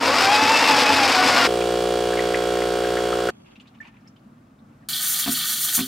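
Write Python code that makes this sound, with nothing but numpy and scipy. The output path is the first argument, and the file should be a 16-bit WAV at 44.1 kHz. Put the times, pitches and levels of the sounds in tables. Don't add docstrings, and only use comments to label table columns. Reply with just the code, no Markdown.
import sys
import numpy as np
from scipy import signal
from scipy.fft import rfft, irfft, next_fast_len
from scipy.io import wavfile
from scipy.ndimage import uniform_filter1d, map_coordinates

SR = 44100
rng = np.random.default_rng(int(sys.argv[2]) if len(sys.argv) > 2 else 0)


def file_out(sig):
    cols = np.atleast_2d(sig).T
    lim = np.clip(cols, -1, 1)
    pcm = np.round(lim * 32767).astype(np.int16)
    wavfile.write(sys.argv[1], SR, pcm)


N = 259037

# (start [s], end [s])
GRINDING, BREWING, STEAMING = (0.00093, 1.473), (1.473, 3.304), (4.887, 5.9)
# (frequency [Hz], side minus mid [dB])
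BREW_DIFFUSION = [(60, -38), (150, -29.5), (380, -17.5), (950, -16.5), (2380, -16), (5980, -9), (15000, -8)]
POUR_DIFFUSION = [(60, -24.5), (130, -28), (290, -14.5), (640, -1.5), (1410, 1), (3100, -7.5), (6820, -1),
                  (15000, -4.5)]
STEAM_DIFFUSION = [(60, -38), (220, -36), (400, -13.5), (700, -4.5), (1300, -19), (4400, -14), (8500, -4.5),
                   (11500, -11), (16000, -27.5)]


def grinder():
    # (time [s], tooth rate [Hz])
    gear_speed = [(0, 421.8), (.14, 575), (.23, 775), (.5, 897.4), (.67, 896), (.74, 856), (.97, 857.4),
                  (1.13, 761), (1.48, 690.6)]
    # (frequency [Hz], level [dB])
    radiation = [(450, -32), (640, -31), (745, -21.5), (880, -21), (1000, -21), (1180, -27), (1450, -24),
                 (1600, -34), (2100, -33), (2450, -26), (2800, -25), (3000, -38), (3500, -35)]
    # (frequency [Hz], relative density [dB])
    churn_spectrum = [(30, -70), (55, -44.5), (96, -14), (183, -23), (260, -6.5), (345, -12), (480, -7),
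                      (620, -4.5), (900, -3), (1250, -4.5), (2200, -13.5), (2900, -31.5), (4800, -86.5)]
    crunch_spectrum = [(800, -28), (1500, -6), (2000, -5), (2650, -3), (3100, -7.5), (4200, -7.5),
                       (5100, -5), (6200, -16), (8000, -19), (10000, -27), (13000, -29.5), (15500, -40.5)]
    # (frequency [Hz], bandwidth [Hz], gain [dB])
    housing_modes = [(93.2, 7.7, -14.5), (271.3, 19, -1), (494.4, 26, -3), (1142, 63, -7.5)]
    # (frequency [Hz], side minus mid [dB])
    diffusion = [(60, -38.5), (180, -31), (550, -19), (1650, -19), (4970, -21.5), (15000, -9.5)]
    full_mesh_hz, grip_s = 700, .013
    tooth_hz, = curves(gear_speed)
    bite = wobble(30.03)
    churn = amp(-21 + .5 * bite) * coloured(grains(rate=2700, spread_db=2, t60=.014), churn_spectrum)
    body = amp(-27 + 1.9 * wobble(22)) * resonate(grains(rate=400, spread_db=4, t60=.012), housing_modes)
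    cracks = grains(rate=1700, spread_db=.5, t60=.026)
    crunch_db = -20 + 4 * np.log2(tooth_hz / tooth_hz.max())
    crunch = amp(crunch_db + 1.5 * bite + .26 * wobble(70)) * coloured(cracks, crunch_spectrum)
    tooth_hz = tooth_hz * (1 + .014 * wobble(28) + .008 * wobble(300))
    phase = 2 * np.pi * np.cumsum(tooth_hz) / SR
    soft_db = 27 * np.minimum(np.log2(tooth_hz / full_mesh_hz), 0)
    whine = np.zeros(N)
    for k in range(1, 5):
        harmonic_db = along(radiation, k * tooth_hz) + max(k - 2, -.5) * soft_db + 3.4 * wobble(40)
        whine += amp(harmonic_db) * np.sin(k * phase)
    whine *= np.clip(clock() / .11, 0, 1)
    whine *= unit(amp(-1.5 * bite))
    envelope = (1 - np.exp(-clock() / grip_s)) * during(GRINDING, fade=.0044)
    return stereo((churn + body + crunch + whine) * envelope, diffusion, left_db=3)


def pump():
    # (mains harmonic [1], gain [dB])
    case_harmonics = [(1, -15), (2, -19), (3, -13), (4, -18), (5, -10), (6, -2), (7, 0), (8, -1), (9, -1),
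                      (10, -10), (11, -12), (12, -3), (13, -14), (14, -20), (15, -18), (16, -24), (17, -19),
                      (18, -17), (19, -19), (20, -21), (21, -25), (22, -14), (23, -16), (24, -14),
                      (25, -23)]
    # (frequency [Hz], bandwidth [Hz])
    panel_modes = [(350, 70), (1050, 110), (1380, 140)]
    # (frequency [Hz], relative density [dB])
    rattle_spectrum = [(1100, -27), (1550, -6), (2000, -3.5), (2750, -2), (3300, 1.5), (3850, -5),
                       (4400, -3), (5100, -6), (6000, -9), (8600, -8), (10500, -15), (14500, -36),
                       (16000, -34.5)]
    flow_spectrum = [(40, -13), (250, -9), (440, 0), (650, -6), (1000, -9), (1400, -7), (4000, -28)]
    # (frequency [Hz], bandwidth [Hz], gain [dB])
    fitting_modes = [(1340, 95, 4), (1910, 120, -4), (3365, 52, -6.5), (3710, 52, -6), (5090, 43, -8),
                     (8050, 64, -16), (8640, 140, -18.5)]
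    mains_hz, blow_lag_s, ease_db_per_s = 60.04, .0028, .8
    strokes = piston(mains_hz)
    case = [(30, -61.5)] + [(k * mains_hz, db) for k, db in case_harmonics] + [(1800, -33), (4000, -69)]
    blows = convolve(np.pad(-strokes, (round(blow_lag_s * SR), 0)), struck(case))
    hum = unit(all_pass(blows, panel_modes))
    t = clock(SR // 20)
    chatter = (1 - np.exp(-t / .0014)) ** 2 * amp(-60 * t / .062)
    repeating = unit(convolve(strokes, even(chatter * rng.standard_normal(len(t)))))
    repeating = filtered(repeating, lambda hz: 1 / np.hypot(1, (hz / 7000) ** 2))
    irregular = unit(convolve(strokes, chatter) * rng.standard_normal(N))
    rattle = coloured(repeating + amp(-5) * irregular, rattle_spectrum)
    fittings = resonate(convolve(strokes, chatter * rng.standard_normal(len(t))), fitting_modes)
    tray = resonate(strokes, [(1410, 75, 0)]) * (1 - np.exp(-since(1.98) / .1))
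    easing = amp(-ease_db_per_s * since(BREWING[0]))
    buzz = easing * (amp(-21) * hum + amp(-33.5) * rattle + amp(-39) * fittings + amp(-37.5) * tray)
    flow = amp(-37) * coloured(rng.standard_normal(N), flow_spectrum)
    return stereo((buzz + flow) * during(BREWING, fade=.0046), BREW_DIFFUSION, left_db=-2)


def piston(rate_hz):
    times = .0039 + np.arange(int(N / SR * rate_hz)) / rate_hz
    sizes = amp(.2 * rng.standard_normal(len(times)))
    taps = np.floor(times * SR)[:, None] + np.arange(-7, 9)
    offset = taps - times[:, None] * SR
    pulses = sizes[:, None] * np.sinc(offset) * np.sinc(offset / 8)
    return np.bincount(taps.astype(int).ravel(), pulses.ravel(), N)[:N]


def coffee():
    # (time [s], peak level [dB], frequency [Hz])
    plips = [(1.612, -24.5, 2440), (1.848, -28.5, 1110), (2.132, -20.5, 1520), (2.171, -23.5, 2120),
             (2.192, -17.5, 1960), (2.343, -15, 1910), (2.568, -28.5, 1860), (2.618, -22.5, 2090),
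             (2.842, -22.5, 1600), (2.968, -22, 1760), (3.127, -18, 1330), (3.187, -27.5, 1300),
             (3.271, -22, 1430), (3.286, -16, 1504)]
    cup = np.zeros(N)
    for s, db, hz in plips:
        add(cup, s, amp(db) * bubble(hz, t60=.035, attack=.0011, rise=.047, splash=.55, splash_t60=.05))
    return (stereo(cup, BREW_DIFFUSION, left_db=4) + amp(-9) * room(cup)) * during(BREWING, fade=.006)


def steam():
    # (frequency [Hz], relative density [dB])
    jet_spectrum = [(2650, -32), (4500, -13.5), (5450, -10.5), (5840, -6), (7290, -5.5), (7980, -8.5),
                    (8830, -2), (10600, -6.5), (11100, -4.5), (12400, -7.5), (12900, -2), (14600, -5.5),
                    (15400, -6), (16000, -17.5)]
    froth_spectrum = [(450, -32), (640, -40), (740, -10), (830, -18), (1100, -12), (1300, -1.5), (1700, -2),
                      (2400, -8), (3000, -6), (4500, -2.5), (6000, -29.5)]
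    boil_spectrum = [(24, -51), (40, -14), (129, -9), (161, 9.5), (200, -21.5), (311, -4.5), (452, -20),
                     (600, -29), (780, -50), (1320, -120)]
    # (frequency [Hz], bandwidth [Hz], gain [dB])
    jug_modes = [(3023, 190, -1.5), (3425, 590, -2.5), (4023, 280, -0.5), (4250, 390, 1.5)]
    jug_db, jet_db = wand_levels()
    sputter = wobble(60)
    fizz = walls(grains(rate=6300, spread_db=3, t60=.005), t60=.042)
    jet = amp(jet_db + 1.1 * sputter) * coloured(fizz, jet_spectrum)
    foam = walls(grains(rate=1800, spread_db=5, t60=.0118), t60=.064)
    froth_db = (jug_db + jet_db) / 2 - 6.5 + .7 * sputter + .89 * wobble(30)
    froth = amp(froth_db) * coloured(foam, froth_spectrum)
    collapses = walls(grains(rate=1100, spread_db=0, t60=.011), t60=.041)
    ring = amp(jug_db + 1.3 * wobble(40)) * resonate(resonate(collapses, jug_modes), [(3700, 2200, 0)])
    boil = amp(-54.5 + 1.6 * wobble(14)) * coloured(rng.standard_normal(N), boil_spectrum)
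    return stereo((jet + froth + ring + boil) * during(STEAMING, fade=.001), STEAM_DIFFUSION, left_db=0)


def wand_levels():
    # (centre time [s], duration [s], lift [dB])
    spurts = [(5.038, .05, 5.5), (5.12, 0.074, 7.5), (5.203, 0.045, 5.5), (5.324, 0.035, 6.5),
              (5.383, 0.029, 5.5), (5.506, 0.081, 5), (5.645, .09, 6.5), (5.761, 0.061, 8)]
    # (time [s], lift [dB])
    collapses = [(4.932, 6), (5.158, 3.5), (5.227, 5.5), (5.405, 5), (5.431, 5.5), (5.49, 3), (5.685, 4.5)]
    flare_s, ease_off_s, fall_db_per_s = .018, 5.81, 140.5
    spurt_db = sum(db * .5 ** ((2 * (clock() - s) / length) ** 2) for s, length, db in spurts)
    flare_db = sum(db * (1 - np.exp(-since(s) / .002)) * np.exp(-(since(s) / flare_s) ** 2)
                   for s, db in collapses)
    fall_db = fall_db_per_s * since(ease_off_s)
    jug_db = -31 + flare_db - .4 * spurt_db - .77 * fall_db
    jet_db = -29.5 + spurt_db - fall_db
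    return jug_db, jet_db


def boiler_feed():
    # (time [s], thump peak [dB], clack peak [dB])
    strokes = [(5.261, -26.5, -23), (5.276, -21, -17.5), (5.290, -17.5, -26), (5.777, -28, -27),
               (5.79, -19.5, -16.5), (5.806, -18.5, -23.5)]
    # (frequency [Hz], relative level [dB], t60 [s])
    chassis_modes = [(110.7, -13, 0.17), (194, -6, 0.115), (233.5, 5, 0.1), (259.8, 1.5, 0.22),
                     (305, -13, 0.024), (386, -14.5, 0.23)]
    # (frequency [Hz], bandwidth [Hz], gain [dB])
    clack_modes = [(703, 43, 0), (1096, 170, -1.5), (1720, 390, -6.5), (2570, 900, -8)]
    thumps, t = np.zeros(N), clock(SR // 4)
    ring = sum(amp(db - 60 * t / t60) * np.sin(2 * np.pi * hz * t) for hz, db, t60 in chassis_modes)
    ring *= 1 - np.exp(-t / .0027)
    for s, thump_db, clack_db in strokes:
        clack = resonate(burst(.044), clack_modes)
        add(thumps, s, amp(thump_db) * unit_peak(ring) + amp(clack_db) * unit_peak(clack))
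    return stereo(thumps, STEAM_DIFFUSION, left_db=.5)


def milk():
    # (time [s], peak level [dB], frequency [Hz], splash share [1])
    glugs = [(3.458, -49, 2570, .7), (3.508, -52, 2790, .4), (3.555, -42.5, 2730, 0.46),
             (3.597, -40.5, 2810, .5), (3.671, -50, 3600, 0.56), (3.747, -52, 2900, 0.34),
             (3.803, -32.5, 1774, 0.15), (3.826, -42, 2280, 0.5), (3.866, -48, 2570, .5),
             (4.074, -46.5, 5330, .15), (4.161, -52.5, 3040, .45), (4.589, -60, 3690, .35),
             (4.822, -54.5, 1685, .8)]
    # (frequency [Hz], relative density [dB])
    stream_spectrum = [(500, -17), (900, 8.5), (1500, -1), (2700, 5.5), (4000, -11), (6500, -22),
                       (9000, -28), (16000, -38)]
    full_db, thin_db, settle_at_s, settle_s = -65.5, -78, 3.88, .25
    drops_per_s, drop_hz = 9, 4800
    start, end = BREWING[1], STEAMING[0]
    jug = np.zeros(N)
    for s, db, hz, splash in glugs:
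        glug = bubble(hz, t60=85 / hz, attack=.0042, rise=.046, splash=splash, splash_t60=.066)
        add(jug, s, amp(db) * glug)
    stream_db = thin_db + (full_db - thin_db) * np.exp(-since(settle_at_s) / settle_s)
    loudest_gulp_s = max(glugs, key=lambda row: row[1])[0]
    slosh = amp(-53) * (1 - np.exp(-since(loudest_gulp_s) / .022)) * np.exp(-since(loudest_gulp_s) / .084)
    trickle = coloured(grains(rate=200, spread_db=6.5, t60=.095), stream_spectrum)
    stream = (amp(stream_db) + slosh) * during((start, end), fade=.01) * trickle
    for when, size, pitch in rng.random((round(drops_per_s * (end - start)), 3)):
        s, hz = start + when * (end - start), drop_hz * 2 ** (pitch - .5)
        db = -61 + 8 * (size - .5) + np.interp(s, clock(), stream_db) - full_db
        add(jug, s, amp(db) * bubble(hz, t60=85 / hz, attack=.003, rise=.05, splash=.4, splash_t60=.04))
    return stereo(jug + stream, POUR_DIFFUSION, left_db=0) + amp(-15) * room(jug)


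def bubble(hz, t60, attack, rise, splash, splash_t60):
    t = clock(SR // 4)
    glide = 1 + rise * np.minimum(t / t60, 1)
    ring = np.sin(2 * np.pi * hz * np.cumsum(glide) / SR) * amp(-60 * t / t60)
    spray = resonate(resonate(burst(splash_t60), [(hz, hz * .4, 0)]), [(hz, hz * .5, 0)])
    return unit_peak(((1 - splash) * ring + splash * unit_peak(spray)) * (1 - np.exp(-t / attack)))


def kitchen():
    # (frequency [Hz], relative density [dB])
    rumble_spectrum = [(15, -67.5), (25, -40.5), (44, -17.5), (66, -18), (84, -22), (99, -11.5), (117, -11),
                       (185, -12), (223, -4.5), (394, -25.5), (754, -27), (988, -33.5), (1160, -28.5),
                       (2280, -42), (16000, -59)]
    rumble = amp(-51.5 + .76 * wobble(9)) * coloured(rng.standard_normal(N), rumble_spectrum)
    return stereo(rumble, POUR_DIFFUSION, left_db=2.5)


def room(x):
    # (frequency [Hz], t60 [s])
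    decay_times = [(200, .3), (2000, 0.64), (10000, 0.13)]
    hz, t, noise = signal.stft(rng.standard_normal((2, SR // 2)), SR, nperseg=256)
    tail = signal.istft(noise * amp(-60 * t / along(decay_times, hz)[:, None]), SR, nperseg=256)[1]
    return signal.fftconvolve(x[None], tail / np.linalg.norm(tail[0]), axes=1)[:, :N]


def walls(x, t60):
    echoes = burst(t60, size=SR // 10)
    echoes[0] += 1.1 * np.linalg.norm(echoes)
    return convolve(x, even(np.pad(echoes, (SR // 400, 0))))


def stereo(x, diffusion, left_db):
    scatter = rfft(burst(.023))
    scatter = np.roll(irfft(scatter / np.abs(scatter)), SR // 200)
    side = filtered(convolve(x, scatter), lambda hz: amp(along(diffusion, hz)))
    lean = lambda hz: amp(np.outer([.5, -.5], left_db * hz / (hz + 1200)))
    return filtered(np.array([x + side, x - side]), lean)


def grains(rate, spread_db, t60):
    onsets = rng.random(N) < rate / SR
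    energy = onsets * amp(spread_db * np.clip(rng.standard_normal(N), -2, 2)) ** 2
    envelope = np.sqrt(np.abs(convolve(energy, amp(-60 * clock(SR // 10) / t60) ** 2)))
    return unit(envelope * rng.standard_normal(N))


def burst(t60, size=SR // 4):
    return rng.standard_normal(size) * amp(-60 * clock(size) / t60)


def resonate(x, modes):
    return unit(filtered(x, lambda f: sum((-1) ** k * amp(db) * 1j * f * w / (c * c - f * f + 1j * f * w)
                                          for k, (c, w, db) in enumerate(modes))))


def all_pass(x, modes):
    return filtered(x, lambda f: np.prod([(c * c - f * f - 1j * w * f) / (c * c - f * f + 1j * w * f)
                                          for c, w in modes], axis=0))


def struck(spectrum, size=8192):
    cepstrum = irfft(np.log(amp(along(spectrum, np.fft.rfftfreq(size, 1 / SR)))))
    cepstrum[1:size // 2] *= 2
    cepstrum[size // 2 + 1:] = 0
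    return irfft(np.exp(rfft(cepstrum)))


def even(response, width_hz=500):
    spectrum = rfft(response)
    power = uniform_filter1d(np.abs(spectrum) ** 2, max(3, int(width_hz * len(response) / SR)))
    flat = irfft(spectrum / np.sqrt(np.abs(power) + 1e-20), len(response))
    return flat / np.linalg.norm(flat)


def coloured(x, spectrum):
    return unit(filtered(x, lambda hz: amp(along(spectrum, hz))))


def filtered(x, response):
    size = x.shape[-1]
    padded = next_fast_len(size + SR // 4)
    return irfft(rfft(x, padded) * response(np.fft.rfftfreq(padded, 1 / SR)), padded)[..., :size]


def convolve(x, response):
    return signal.fftconvolve(x, response)[:N]


def add(track, s, sound):
    part = track[round(s * SR):][:len(sound)]
    part += sound[:len(part)]


def wobble(rate):
    return map_coordinates(rng.standard_normal(int(N * rate / SR) + 4), [clock() * rate])


def during(span, fade):
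    return np.clip((clock() - span[0]) / fade + .5, 0, 1) * np.clip((span[1] - clock()) / fade + .5, 0, 1)


def along(points, hz):
    knots_hz, values = np.transpose(points)
    return np.interp(np.log(hz + 1), np.log(knots_hz + 1), values)


def curves(rows):
    times, *columns = np.transpose(rows)
    return [np.interp(clock(), times, column) for column in columns]


def clock(size=N):
    return np.arange(size) / SR


def since(s):
    return np.maximum(clock() - s, 0)


def amp(db):
    return 10 ** (np.asarray(db) / 20)


def unit(x):
    return x / np.sqrt(np.mean(x ** 2) + 1e-20)


def unit_peak(x):
    return x / np.abs(x).max()


def scene():
    return grinder() + pump() + coffee() + milk() + steam() + boiler_feed() + kitchen()


def record(dry):
    low_hz, top_hz = 38, 15850
    high_pass = lambda hz: hz ** 4 / np.hypot(hz ** 4, low_hz ** 4)
    low_pass = lambda hz: np.clip((top_hz - hz) / 200 + .5, 0, 1)
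    return filtered(dry, lambda hz: high_pass(hz) * low_pass(hz))


dry = scene()
out = record(dry)
file_out(out)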